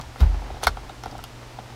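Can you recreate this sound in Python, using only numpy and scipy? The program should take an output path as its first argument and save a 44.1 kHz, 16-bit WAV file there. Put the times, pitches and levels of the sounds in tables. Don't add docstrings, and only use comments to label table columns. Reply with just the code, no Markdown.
import sys
import numpy as np
from scipy import signal
from scipy.fft import rfft, irfft, next_fast_len
from scipy.io import wavfile
from scipy.ndimage import uniform_filter1d

SR = 44100
rng = np.random.default_rng(int(sys.argv[2]) if len(sys.argv) > 2 else 0)


def log_audio(samples):
    frames = np.atleast_2d(samples).T
    limited = np.clip(frames, -1, 1)
    pcm = np.round(limited * 32767).astype(np.int16)
    wavfile.write(sys.argv[1], SR, pcm)


N = 77175

# [f/Hz, level/dB]
RUSH_SPECTRUM = [(12, -41), (20, -7.5), (48, 0), (88, -13), (123, -5), (154, -22.5), (300, -11), (420, -16),
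                 (759, -14.5), (1120, -18.5), (5530, -28), (16000, -46)]
# [f/Hz, rms level/dB]
HUM_PARTIALS = [(119.8, -47.5), (240, -58)]
# [f/Hz, side re mid/dB]
BACKGROUND_WIDTH = [(2000, -64), (8000, -19.5), (13000, -20), (16000, -4)]

# [f/Hz, gain/dB]
GLASS_GAIN = [(400, -13), (800, -19), (1300, -10), (5600, -9), (9000, -19)]
# [f/Hz, t60/s]
TAIL_DECAY = [(200, 0.11), (800, 0.12), (2000, 0.035), (5500, 0.055), (12000, 0.064)]
# [f/Hz, level/dB]
TAIL_SPECTRUM = [(100, 15.5), (500, -11.5), (1400, 4.5), (3000, 12), (5500, 10.5), (9000, 4.5),
                 (16000, -10)]

# [t/s, level/dB]
RUB_ENVELOPE = [(0, -38), (.15, -71), (.26, -39), (.48, -40.5), (.72, -61), (.85, -42.5), (1.0, -61),
                (1.09, -40.5), (1.302, -59), (1.53, -65), (1.62, -48.5), (1.75, -50.5)]
# [f/Hz, level/dB]
RUB_SPECTRUM = [(100, 6.5), (300, -5), (550, -7.5), (800, 1.5), (1400, -13), (2200, -18), (6000, -26),
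                (16000, -89)]
# [peak t/s, level/dB, rise/s, fall/s]
SCUFF_STROKES = [(.235, -34, 0.064, 0.087), (.465, -43, 0.071, 0.074), (.512, -42, 0.015, 0.039),
                 (1.43, -43, 0.082, 0.071)]
# [f/Hz, level/dB]
SCUFF_SPECTRUM = [(150, -9), (450, 0.5), (800, 4), (1450, -7.5), (2000, -11), (16000, -46)]
# [peak t/s, level/dB, rise/s, fall/s]
SCRAPES_AND_ECHO = [(.207, -36.5, 0.054, 0.083), (.633, -25, 0.014, 0.023), (0.646, -32.5, 0.019, 0.037)]
# [f/Hz, level/dB]
SCRAPE_SPECTRUM = [(150, -12), (450, 3), (900, 4), (1800, -2), (3000, -2.5), (5000, -7), (8500, -18),
                   (12000, -13), (16000, -23)]
# [f/Hz, side re mid/dB]
SCRAPE_SPREAD = [(2000, -62), (8000, -47), (12000, -7), (16000, 2)]

# [t/s, level/dB, centre f/Hz, Q, t60/s]
TICK_EVENTS = [(0.012, -32.5, 4240, 1.7, 0.012), (0.212, -39, 4000, .7, 0.0092), (.204, -46, 12000, 2, .06),
               (0.6370, -13, 7540, 2.3, .006), (0.6373, -19.5, 3900, 1.5, 0.0095),
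               (0.7698, -39, 2580, 3.7, .015), (.894, -37, 3760, 5.4, 0.017),
               (1.0361, -26.5, 4200, 2, 0.0076), (1.058, -34, 3600, 2.1, 0.011),
               (1.112, -33.5, 4950, 5.8, 0.0087), (1.180, -36.5, 5100, 0.42, .009),
               (1.239, -31, 3080, 1.5, 0.018), (1.2399, -23, 12000, 4.5, .005)]
# [t/s, level/dB, low-pass f/Hz]
TAP_EVENTS = [(0.158, -25.5, 2030), (.211, -21.5, 1490), (.229, -22, 1210), (.343, -24.5, 1520),
              (.419, -24, 1000), (.502, -18, 765), (.543, -19.5, 725), (0.5678, -18.5, 700),
              (.613, -29.5, 2000), (0.6304, -16, 2300), (.643, -25, 2000), (0.770, -18.5, 1230),
              (0.895, -24, 1200), (1.036, -23, 2500), (1.0581, -14, 960), (1.125, -23, 800),
              (1.151, -20.5, 820), (1.189, -26.5, 1700), (1.239, -29, 3000), (1.5866, -16, 830)]
# [f/Hz, level/dB, t60/s]
COVER_MODES = [(777, -5.5, 0.023)]
# [f/Hz, level/dB, t60/s]
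HOUSING_MODES = [(443, -26, 0.096), (550, -28.5, 0.075), (684, -12.5, 0.027), (802, -11.5, 0.031),
                 (954, -15, 0.035), (1130, -13, 0.026), (1379, -4.5, 0.017), (1488, -7, 0.013),
                 (1808, -18.5, 0.021), (2169, -16.5, 0.019), (2310, -21, 0.026), (2570, -24.5, 0.012),
                 (3540, -15.5, 0.012), (4290, -15, 0.011), (4650, -24.5, 0.01), (5555, -20.5, 0.019)]
# [f/Hz, level/dB]
THUD_SPECTRUM = [(80, -24), (180, -3.5), (300, -3), (600, 1), (1500, -16), (4000, -17.5), (8000, -75)]

# [f/Hz, level/dB]
PALM_SPECTRUM = [(60, -28), (130, 7.5), (200, 0), (300, -12.5), (450, -7), (900, -15), (2000, -31),
                 (16000, -68)]
# [t/s, level/dB]
ROOF_PUSHES = [(0, -32), (0.055, -29.5), (0.2091, 0.5), (0.508, -25.5), (0.657, -16), (1.054, -31),
               (1.18, -31)]
# [f/Hz, level/dB, t60/s]
ROOF_MODES = [(67.4, 7.5, 0.15), (46.4, -4, 0.5), (73.16, -7, 0.4), (111.7, -14.5, 0.21),
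              (146.7, -12.5, 0.14)]

# [f/Hz, level/dB]
CRACK_SPECTRUM = [(300, 2), (1000, -11), (2500, -12), (5000, 2.5), (8000, -5.5), (10000, 5.5), (14500, -1),
                  (16500, -13)]
# [f/Hz, level/dB]
BUZZ_SPECTRUM = [(120, -13), (240, 11.5), (400, 8.5), (700, 4.5), (1400, 7), (3000, 0.5), (5600, -1.5),
                 (7000, -8), (16000, -13)]


def amp(db):
    return 10 ** (np.asarray(db) / 20)


def unit(x):
    return x / np.sqrt(np.mean(x ** 2) + 1e-20)


def along(points, hz):
    point_hz, values = np.transpose(points)
    return np.interp(np.log(hz + 1), np.log(point_hz + 1), values)


def filtered(x, response):
    size = next_fast_len(x.shape[-1] + SR // 4)
    gain = response(np.fft.rfftfreq(size, 1 / SR))
    return irfft(rfft(x, size) * gain, size)[..., :x.shape[-1]]


def shaped(x, spectrum):
    return filtered(x, lambda hz: amp(along(spectrum, hz)))


def lowpass(x, hz, order):
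    return signal.sosfilt(signal.butter(order, min(hz, SR / 2 - 1), fs=SR, output='sos'), x)


def noise(spectrum):
    return unit(shaped(rng.standard_normal(N), spectrum))


def since(start_s):
    return np.maximum(np.arange(N) / SR - start_s, 0)


def fade(t, attack_s, t60_s):
    return (1 - np.exp(-t / attack_s)) * np.exp(-np.log(1000) * t / t60_s)


def ring(modes, start_s, attack_s):
    t = np.arange(int(SR * np.max(modes, axis=0)[2])) / SR
    tone = sum((-1) ** k * amp(db) * fade(t, attack_s, t60_s) * np.sin(2 * np.pi * hz * t)
               for k, (hz, db, t60_s) in enumerate(modes))
    return np.pad(tone, (round(start_s * SR), N))[:N]


def grainy_noise(spectrum, grain_db, grain_samples):
    grain = unit(uniform_filter1d(rng.standard_normal(N), size=grain_samples))
    return unit(noise(spectrum) * amp(grain_db * grain))


def swells(peaks, spectrum, grain_db):
    t = np.arange(N) / SR
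    envelope = np.zeros(N)
    for peak_s, db, rise_s, fall_s in peaks:
        from_peak = np.maximum((peak_s - t) / rise_s, (t - peak_s) / fall_s)
        envelope += amp(db) * np.exp(-np.log(1000) * from_peak / 2)
    return envelope * grainy_noise(spectrum, grain_db, grain_samples=50)


def background(rush_db=-43.5):
    t = np.arange(N) / SR
    hum = sum(amp(db) * np.sqrt(2) * np.sin(2 * np.pi * (hz * t + rng.random()))
              for hz, db in HUM_PARTIALS)
    return amp(rush_db) * noise(RUSH_SPECTRUM) + hum


def cabin(x, near_s=0.00796, rear_s=0.021, rear_re_near_db=-14, tail_db=-9.5):
    def echo(delay_s):
        return filtered(x, lambda hz: amp(along(GLASS_GAIN, hz)) * np.exp(-2j * np.pi * hz * delay_s))

    band_hz, t, bands = signal.stft(rng.standard_normal(SR // 4), SR, nperseg=128)
    bands *= fade(t, attack_s=0.0037, t60_s=along(TAIL_DECAY, band_hz)[:, None])
    bands *= amp(along(TAIL_SPECTRUM, band_hz))[:, None]
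    impulse = signal.istft(bands, SR)[1]
    tail = signal.fftconvolve(x, impulse / np.linalg.norm(impulse))[:N]
    glass = echo(near_s) + amp(rear_re_near_db) * echo(rear_s)
    return x + glass + amp(tail_db) * tail


def rubbing():
    level_db = np.interp(np.arange(N) / SR, *np.transpose(RUB_ENVELOPE))
    return amp(level_db) * grainy_noise(RUB_SPECTRUM, grain_db=3, grain_samples=400)


def scuffs():
    return swells(SCUFF_STROKES, SCUFF_SPECTRUM, grain_db=2)


def scrapes_and_echo():
    return swells(SCRAPES_AND_ECHO, SCRAPE_SPECTRUM, grain_db=4)


def ticks():
    out = np.zeros(N)
    for start_s, db, centre_hz, q, t60_s in TICK_EVENTS:
        def resonance(hz):
            return hz * centre_hz / (q * (centre_hz ** 2 - hz ** 2) + 1j * hz * centre_hz)

        band = unit(filtered(rng.standard_normal(N), resonance))
        out += amp(db) * band * fade(since(start_s), attack_s=0.00033, t60_s=t60_s)
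    return lowpass(out, hz=13000, order=1)


def taps(detune=0.015, thud_re_tap_db=-20):
    out = np.zeros(N)
    for start_s, db, lowpass_hz in TAP_EVENTS:
        modes = [(hz * (1 + detune * rng.standard_normal()), mode_db + rng.standard_normal(), t60_s)
                 for hz, mode_db, t60_s in HOUSING_MODES]
        housing = ring(modes, start_s, attack_s=0.00012)
        cover = ring(COVER_MODES, start_s, attack_s=0.0012)
        knock = lowpass(housing - cover, lowpass_hz, order=3)
        thud = noise(THUD_SPECTRUM) * fade(since(start_s), attack_s=0.00085, t60_s=0.067)
        out += amp(db) * (knock + amp(thud_re_tap_db) * thud)
    return out


def palm_thump(start_s=0.2015, level_db=-20):
    return amp(level_db) * noise(PALM_SPECTRUM) * fade(since(start_s), attack_s=0.0037, t60_s=0.092)


def roof_boom():
    return sum(amp(db) * ring(ROOF_MODES, start_s, attack_s=0.053) for start_s, db in ROOF_PUSHES)


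def catch_snap(start_s=0.6693, crack_db=-7, buzz_db=-17, housing_db=2):
    t = since(start_s)
    crack = amp(crack_db) * noise(CRACK_SPECTRUM) * fade(t, attack_s=0.00088, t60_s=0.006)
    buzz = amp(buzz_db) * noise(BUZZ_SPECTRUM) * fade(t, attack_s=0.0027, t60_s=0.049)
    housing = amp(housing_db) * ring(HOUSING_MODES, start_s, attack_s=0.00032)
    return crack + buzz + housing


def scene():
    contacts = catch_snap() + taps() + ticks() + scrapes_and_echo() + scuffs() + palm_thump()
    mid = cabin(contacts) + rubbing() + roof_boom() + background()
    side = shaped(scrapes_and_echo(), SCRAPE_SPREAD) + shaped(background(), BACKGROUND_WIDTH)
    return np.array([mid + side, mid - side])


def record(dry):
    cutoff_hz = 15700
    return filtered(dry, lambda hz: 1 / np.sqrt(1 + (hz / cutoff_hz) ** 120))


dry = scene()
out = record(dry)
log_audio(out)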